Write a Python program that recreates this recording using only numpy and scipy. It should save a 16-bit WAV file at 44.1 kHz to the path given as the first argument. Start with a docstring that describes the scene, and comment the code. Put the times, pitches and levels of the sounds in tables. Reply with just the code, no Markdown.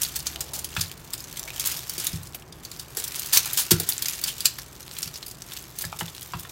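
"""Foil snaps and crumples as a gloved hand turns marinated chicken on a lined baking tray.
Each crease buckles and briefly rings the sheet; wet skin smacks as tiny pockets tear open.
The glove rubs softly, the tray knocks against the stove, and the landing meat thumps its low modes.
A small kitchen adds reflections, rumble and a brief low drone.
A close microphone overloads on the loudest snaps."""
import sys
import numpy as np
from scipy import signal
from scipy.fft import rfft, irfft, next_fast_len
from scipy.io import wavfile

SR = 44100
rng = np.random.default_rng(int(sys.argv[2]) if len(sys.argv) > 2 else 0)


def generate_wav(signal):
    """Clip the signal to [-1, 1] and save it as 16-bit WAV at the path in sys.argv[1]."""
    frames = np.transpose(np.atleast_2d(signal))
    scaled = np.clip(frames, -1, 1) * 32767
    pcm = np.round(scaled).astype(np.int16)
    wavfile.write(sys.argv[1], SR, pcm)


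N = 287091


def amp(db):
    """Amplitude ratio of a level in decibels."""
    return 10 ** (np.asarray(db) / 20)


def unit_rms(x):
    """Normalisation to unit mean power."""
    return x / np.sqrt(np.mean(x ** 2) + 1e-20)


def spectrum_at(points, hz):
    """Interpolation of a spectrum on a logarithmic frequency axis."""
    f, db = np.transpose(points)
    return np.interp(np.log(hz + 1), np.log(f), db)


def contour(points):
    """Amplitude envelope, linear in decibels between timed levels."""
    return amp(np.interp(np.arange(N) / SR, *np.transpose(points)))


def decay(t, t60):
    """Exponential damping: 60 dB are lost in t60 seconds."""
    return np.exp(-np.log(1000) * t / max(t60, 1e-3))


def noise(colour_db, size):
    """Spectral shaping: noise of unit rms, coloured by a function from Hz to dB."""
    hz = np.fft.rfftfreq(size, 1 / SR)
    return unit_rms(irfft(rfft(rng.standard_normal(size)) * amp(colour_db(hz)), size))


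def add(mix, start, sound):
    """Superposition of a sound on the mix, from a start in seconds."""
    part = mix[max(round(start * SR), 0):][:len(sound)]
    part += sound[:len(part)]


def ripple(hz, depth_db, spacing_hz=420):
    """Irregular modal response: each patch of metal has its own peaks and dips, in dB."""
    knots = np.arange(200) * spacing_hz
    return depth_db * np.interp(hz, knots, rng.standard_normal(len(knots)))


def grains(per_s, spread_db, make_ring, count=24):
    """Shot noise: random impulses of uneven size each excite one of many small resonators."""
    at = np.flatnonzero(rng.random(N) < per_s / SR)
    size = amp(spread_db * np.minimum(rng.exponential(1, len(at)), 3.5))
    size *= rng.choice([-1, 1], len(at))
    which, out = rng.integers(0, count, len(at)), np.zeros(N)
    for k in range(count):
        clicks = np.bincount(at[which == k], size[which == k], N)
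        out += signal.oaconvolve(clicks, unit_rms(make_ring()))[:N]
    return unit_rms(out)


# The kitchen's noise spectrum. Each row: frequency in Hz, relative density in dB.
ROOM_SPECTRUM = [(20, -32), (45, 1.5), (70, -3), (95, -2.5), (130, 4), (165, 0), (220, -8.5), (360, -5.5),
                 (480, -12), (1100, -13), (2500, -23), (6000, -54), (16000, -52)]
# Its rumble and hiss over time. Each row: time in seconds, level in dB.
ROOM_LEVELS = [(0, -46.5), (2.2, -47), (4.7, -48.5), (6.51, -49)]
# A faint low drone. Each row: time in seconds, level in dB.
DRONE_LEVELS = [(0, -53), (.4, -48), (.8, -51), (.95, -60)]


def background(drone_hz=70, waver_hz=3):
    """Broadband room noise, and a fading drone that wavers by random frequency modulation."""
    rumble = noise(lambda hz: spectrum_at(ROOM_SPECTRUM, hz), next_fast_len(N))[:N]
    waver = noise(lambda hz: -hz, next_fast_len(N))[:N]
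    drone = np.sqrt(2) * np.sin(2 * np.pi * np.cumsum(drone_hz + waver_hz * waver) / SR)
    return contour(ROOM_LEVELS) * rumble + contour(DRONE_LEVELS) * drone


def buckle(colour, bright_db, t60, ripple_db, rise=0, crack=0.12, crack_t60=0.034):
    """Snap-through buckling: a crease flips, cracks and excites the dense modes of the sheet."""
    t = np.arange(4096) / SR
    treble = lambda hz: bright_db * np.interp(hz, [6000, 11000], [0, 1])
    ring = noise(lambda hz: spectrum_at(colour, hz) + ripple(hz, ripple_db) + treble(hz), len(t))
    attack = np.minimum((t + 1 / SR) / (rise + 1 / SR), 1)
    after = np.maximum(t - rise, 0)
    return ring * attack * (decay(after, t60) + crack * decay(after, crack_t60))


def wet_pocket(centre_hz, t60, q=5.5, splash_db=-17):
    """Cavity resonance: a tiny wet pocket tears open, and its broad peak colours the burst."""
    def colour_db(hz):
        resonance = 1 / (1 + (q * (hz / centre_hz - centre_hz / (hz + 1))) ** 2)
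        splash = amp(splash_db + spectrum_at(CRACKLE_SPECTRUM, hz)) ** 2
        return 10 * np.log10(resonance + splash)

    t = np.arange(2048) / SR
    return noise(colour_db, len(t)) * decay(t, t60)


# How hard the hand works the foil. Each row: time in seconds, relative level in dB.
HAND_EFFORT = [(0, -38.5), (0.44, -46), (0.7, -46), (0.8, -37), (0.98, -50.5), (1.2, -45), (1.5, -44),
               (1.68, -31), (1.82, -43.5), (2.04, -33.5), (2.33, -56.5), (2.5, -60), (2.62, -49),
               (2.93, -47.5), (3.18, -37.5), (3.52, -34), (3.82, -40), (4.08, -36.5), (4.38, -42),
               (4.68, -51), (5.06, -42.5), (5.4, -54), (5.53, -40), (5.68, -48), (6.51, -45)]


def strain(snap_share_db=-16.5, yield_t60=0.055, settle_t60=0.22):
    """Strain in dB: the hand's work sums in power with yielding before and settling after each snap."""
    t, jolts = np.arange(-SR // 2, SR // 2) / SR, np.zeros(N)
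    for start, db, _ in LOUD_SNAPS:
        add(jolts, start, [amp(db + snap_share_db) ** 2])
    around = np.where(t < 0, decay(abs(t), yield_t60), decay(abs(t), settle_t60))
    return 10 * np.log10(contour(HAND_EFFORT) ** 2 + signal.oaconvolve(jolts, around ** 2, "same"))


# The colour of fine crackle and splash. Each row: frequency in Hz, relative density in dB.
CRACKLE_SPECTRUM = [(150, -38), (500, -17), (1100, -8), (2000, -4), (3300, 1.5), (4800, 1), (7000, 1),
                    (10000, -4), (13000, -1), (16000, -4.5)]


def crackle(foil_db=-1, tick_db=-4, tick_strain_limit_db=-41, squelch_db=-9):
    """Acoustic emission: tiny creases, sticky ticks and squelch follow strain; the ticks level off."""
    crease = lambda: buckle(CRACKLE_SPECTRUM, 0, rng.uniform(0.007, 0.035), ripple_db=4.5, crack=0.13)
    tick = lambda: wet_pocket(2600 * 5 ** rng.random(), rng.uniform(0.0015, 0.023), q=3, splash_db=-7.5)
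    squish = lambda: wet_pocket(1500 * 4 ** rng.random(), 0.016, q=2.2, splash_db=-17.5)
    foil = amp(foil_db) * grains(480, 4.2, crease, count=40)
    ticks = amp(tick_db) * grains(150, 8.6, tick, count=30)
    squelch = amp(squelch_db) * grains(900, 2.1, squish, count=16)
    strain_db = strain()
    return amp(strain_db) * (foil + squelch) + amp(np.minimum(strain_db, tick_strain_limit_db)) * ticks


# The tray's metal resonances. Each row: frequency in Hz, bandwidth in Hz, relative peak in dB.
TRAY_MODES = [(725, 520, -12), (1027, 180, -1), (1400, 260, -3), (1700, 230, -3), (2100, 160, -9),
              (2820, 360, -14.5), (3450, 1500, -13)]


def tray_response(hz):
    """Modal summation: the tray's resonance curves add in power, giving its response in dB."""
    power = sum(amp(db) ** 2 / (1 + (2 * (hz - f) / width) ** 2) for f, width, db in TRAY_MODES)
    return 10 * np.log10(power)


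# The colour of ringing foil. Each row: frequency in Hz, relative density in dB.
FOIL_SPECTRUM = [(150, -26), (500, -24), (800, -36), (1400, -16.5), (2000, -10.5), (3000, -2.5),
                 (3550, 1.5), (4050, 0), (4650, 6), (5700, 3.5), (7000, 4.5), (10000, 2), (13000, 1.5),
                 (16000, 0.5)]
# The loudest creases. Each row: start in seconds, relative level in dB, treble lift in dB.
LOUD_SNAPS = [(0.0173, -19, 2), (0.032, -19, 2.5), (0.2674, -19.5, -8.5), (0.4074, -28.5, -7),
              (0.59, -27.5, 0.5), (0.644, -24.5, 0), (0.811, -20.5, -7.5), (1.134, -24, 5.5),
              (1.2038, -33, 2), (1.371, -29, -8), (1.394, -28, 0), (1.5967, -20.5, 1.5),
              (1.6582, -19.5, 3.5), (1.671, -18.5, 10), (1.7185, -26, 3), (1.7697, -29.5, 3),
              (1.895, -22.5, 3), (1.9794, -26.5, 0.5), (2.044, -25, 15), (2.068, -19.5, 3.5),
              (2.231, -35, 3), (2.271, -38, 0), (2.347, -28.5, 19), (2.525, -37.5, -12), (2.6501, -32, -3),
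              (2.7148, -32.5, -4), (2.795, -28.5, -2), (2.97, -21.5, 5.5), (3.0395, -24, 1),
              (3.078, -27, 4), (3.1572, -26, 3), (3.194, -23, 7), (3.259, -29, 5), (3.331, -16, 7),
              (3.3719, -8, 2.5), (3.4566, -24.5, -1), (3.532, -21, 8), (3.799, -19, 5), (3.889, -14.5, 10),
              (3.899, -23, 14), (4.022, -20.5, -0.5), (4.0576, -22.5, -5), (4.0834, -21.5, -4),
              (4.134, -29.5, 0), (4.238, -18.5, -5), (4.405, -23.5, -0.5), (4.455, -11, -6),
              (4.5854, -31, 1), (4.985, -26.5, 3), (5.0287, -23, -6), (5.2638, -32.5, 3), (5.2811, -33, 4),
              (5.3114, -34.5, 0), (5.5342, -33, 0), (5.7866, -24, 8), (5.8195, -25, 8),
              (5.8501, -29.5, -0.5), (5.9893, -28, 1), (6.2283, -33, 5), (6.396, -32.5, 10)]


def snaps(level_db=2.5, usual_db=-24, usual_t60=0.034, doubling_db=35, tray_db=-24, tray_t60=0.034):
    """Free vibration after buckling: bigger creases ring longer, and each faintly excites the tray."""
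    out, t = np.zeros(N), np.arange(8192) / SR
    for start, db, bright_db in LOUD_SNAPS:
        t60 = usual_t60 * 2 ** ((db - usual_db) / doubling_db)
        snap = buckle(FOIL_SPECTRUM, bright_db, t60, ripple_db=3.5, rise=0.001)
        add(out, start, amp(db + level_db) * snap)
        add(out, start, amp(db + tray_db) * noise(tray_response, len(t)) * decay(t, tray_t60))
    return out


def creases(level_db=7, spread_db=5, follow=0.93, usual_db=-44, count=100):
    """Release of elastic energy: middling creases flip at uneven moments, louder under more strain."""
    out, strain_db = np.zeros(N), strain()
    for k, (when, size, bright) in enumerate(rng.uniform(-1, 1, (count, 3))):
        at = int((k + (when + 1) / 2) * (N - 1) / count)
        db = usual_db + follow * (strain_db[at] - usual_db) + level_db + spread_db * size
        snap = buckle(FOIL_SPECTRUM, bright_db=2 + 6 * bright, t60=0.032, ripple_db=4.5, rise=0.00046)
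        add(out, at / SR, amp(db) * snap)
    return out


# Wet pops. Each row: start in seconds, relative level in dB, centre in Hz, t60 in seconds.
WET_SMACKS = [(0.0496, -23, 4170, 0.026), (0.203, -28.5, 5240, 0.025), (0.360, -26.5, 3320, 0.015),
              (0.728, -38, 2800, 0.023), (0.768, -25, 2630, 0.05), (1.179, -32.5, 7160, 0.027),
              (1.477, -33, 2180, 0.063), (1.504, -25, 2780, 0.012), (2.347, -27, 3000, 0.018),
              (2.423, -40, 2920, 0.021), (3.9228, -21.5, 4700, 0.019), (3.98, -23, 7200, 0.022),
              (4.279, -28.5, 3080, 0.14), (4.967, -33, 3080, 0.035), (5.14, -35.5, 5200, 0.09),
              (5.158, -30, 4900, 0.04), (5.228, -30.5, 4140, 0.032), (5.4203, -28.5, 6300, 0.023),
              (5.52, -28.5, 3340, 0.019), (6.08, -34.5, 3550, 0.056), (6.219, -32.5, 3150, 0.017)]


def smacks(level_db=1):
    """Failure of adhesion: wet skin or glove comes unstuck with a single loud pop."""
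    out = np.zeros(N)
    for start, db, hz, t60 in WET_SMACKS:
        add(out, start, amp(db + level_db) * wet_pocket(hz, t60))
    return out


# Patches of foil collapsing. Each row: start in seconds, relative level in dB, t60 in seconds.
COLLAPSES = [(0.156, -23, 0.048), (0.258, -38, 0.1), (0.405, -26.5, 0.037), (0.533, -29.5, 0.14),
             (0.807, -25.5, 0.061), (1.654, -34, 0.34), (1.98, -33.5, 0.2), (2.976, -31.5, 0.16),
             (3.329, -15.5, 0.14), (3.572, -17.5, 0.15), (3.707, -10.5, 0.059), (4.272, -26, 0.093),
             (4.448, -35, 0.028), (5.808, -29, 0.051), (6.0, -32.5, 0.052)]


def crumples(rise=0.0023, hold_share=0.14, tray_db=-20):
    """Buckling avalanches: meat presses or drags the foil into runs of snaps; the tray rings faintly."""
    t, force = np.arange(N) / SR, np.zeros(N)
    for start, db, t60 in COLLAPSES:
        attack = np.clip((t - start) / rise, 0, 1)
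        after_hold = np.maximum(t - start - rise - hold_share * t60, 0)
        force += amp(db) * attack * decay(after_hold, t60)
    foil = grains(2500, 2.8, lambda: buckle(FOIL_SPECTRUM, bright_db=0.91, t60=0.024, ripple_db=0.5))
    tray = noise(tray_response, next_fast_len(N))[:N]
    return force * (foil + amp(tray_db) * tray)


# The glove sliding over skin. Each row: start in seconds, level in dB, length in seconds.
GLOVE_STROKES = [(0.284, -49.5, 0.24), (0.438, -49, 0.24), (1.281, -53.5, 0.4), (1.682, -53, 0.16)]


def rubs(centre_hz=680, fall_db=14):
    """Sliding friction: a dull band of noise swells and fades with each stroke."""
    out = np.zeros(N)
    for start, db, length in GLOVE_STROKES:
        swell = np.hanning(int(length * SR))
        friction = noise(lambda hz: -fall_db * np.log2((hz + 1) / centre_hz) ** 2, len(swell))
        add(out, start, amp(db) * swell * friction)
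    return out


# The tray rocking on the stove. Each row: start in seconds, relative level in dB, t60 in seconds.
TRAY_KNOCKS = [(0.765, -17.5, 0.039), (2.347, -31, 0.026), (2.972, -32, 0.073), (3.335, -26.5, 0.13),
               (3.458, -29, 0.07), (3.711, -25.5, 0.2), (3.80, -26.5, 0.035), (4.587, -25.5, 0.021),
               (5.84, -21, 0.036), (5.927, -21.5, 0.023), (6.009, -17, 0.042), (6.335, -19.5, 0.054),
               (6.449, -29.5, 0.047)]


def knocks(level_db=-6, ripple_db=6, rise=0.001):
    """Impact excitation: each contact strikes another spot and weights the tray's modes differently."""
    out, t = np.zeros(N), np.arange(8192) / SR
    for start, db, t60 in TRAY_KNOCKS:
        ring = noise(lambda hz: tray_response(hz) + ripple(hz, ripple_db, spacing_hz=254), len(t))
        add(out, start, amp(db + level_db) * ring * decay(t, t60) * np.minimum(t / rise, 1))
    return out


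# Low modes of the loaded tray. Each row: frequency in Hz, relative level in dB, t60 in seconds.
LOADED_MODES = [(64, -15, 0.26), (92.9, -10, 0.31), (117, -8.5, 0.14), (161, -1, 0.22), (196, -3.5, 0.036),
                (284.5, -5, 0.03), (346, -9.5, 0.064), (435, -12, 0.033)]
# The dull flop of meat settling. Each row: frequency in Hz, relative density in dB.
FLOP_SPECTRUM = [(25, -5), (50, 1), (220, 9), (450, -9), (800, -17), (3000, -62)]
# The meat landing. Each row: start in seconds, level in dB, hardness as a tilt in dB per octave.
LANDINGS = [(0.77, -23.5, -7.5), (1.976, -34, 14), (2.130, -22.5, -5.5), (2.972, -28.5, 44),
            (3.713, -11.5, 9.5), (3.723, -20.5, -7), (3.8, -24.5, 44), (5.048, -35.5, -4), (5.845, -30, -6),
            (6.014, -27.5, 3), (6.340, -28.5, -4.5)]


def thumps(rise=0.0071, flop_db=-13, flop_t60=0.077):
    """Soft impact: meat rings the low modes and flops to rest; harder contact favours the upper modes."""
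    out, t = np.zeros(N), np.arange(SR // 2) / SR
    for start, db, hardness in LANDINGS:
        ring = np.zeros(len(t))
        for k, (hz, mode_db, t60) in enumerate(LOADED_MODES):
            tone = np.sin(2 * np.pi * hz * rng.uniform(0.99, 1.03) * t)
            ring += (-1) ** k * amp(mode_db + hardness * np.log2(hz)) * decay(t, t60) * tone
        tilt = lambda hz: hardness * np.log2(np.clip(hz, 60, 500))
        flop = noise(lambda hz: spectrum_at(FLOP_SPECTRUM, hz) + tilt(hz), len(t)) * decay(t, flop_t60)
        thump = ring / abs(ring).max() + amp(flop_db) * flop
        add(out, start, amp(db) * thump * np.minimum(t / rise, 1))
    return out


def room(x, early_db=-11, early_t60=0.11, late_db=-17, late_t60=0.36):
    """Reverberation: early reflections from tiled wall and stove, then the kitchen's duller tail."""
    t = np.arange(SR // 2) / SR
    onset = np.clip((t - 0.004) / 0.003, 0, 1)
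    dull = lambda hz: spectrum_at([(200, 1.5), (5000, -6), (16000, -20)], hz)
    early = noise(np.zeros_like, len(t)) * decay(t, early_t60) * onset
    late = noise(dull, len(t)) * decay(t, late_t60) * onset
    response = (amp(early_db) * unit_rms(early) + amp(late_db) * unit_rms(late)) / np.sqrt(len(t))
    return signal.oaconvolve(x, response)[:N]


def scene(small_send=0.55, thump_send=0.94):
    """Direct and reverberant sound add; the small sounds stay close and drier."""
    metal = snaps() + creases() + crumples() + knocks()
    small = crackle() + smacks() + rubs()
    low = thumps()
    reflections = room(metal + small_send * small + thump_send * low)
    return (metal + small + low + reflections + background())[None]


def record(dry, low_cut_hz=27, high_cut_hz=16000):
    """Overload: the microphone sheds deep bass, clips the loudest snaps and limits the bandwidth."""
    highpass = signal.butter(2, low_cut_hz, "high", fs=SR, output="sos")
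    clipped = np.clip(signal.sosfilt(highpass, dry), -1, 1)
    lowpass = signal.firwin(301, high_cut_hz, window=("kaiser", 8), fs=SR)
    return signal.oaconvolve(clipped, lowpass[None], "same")


dry = scene()
out = record(dry)
generate_wav(out)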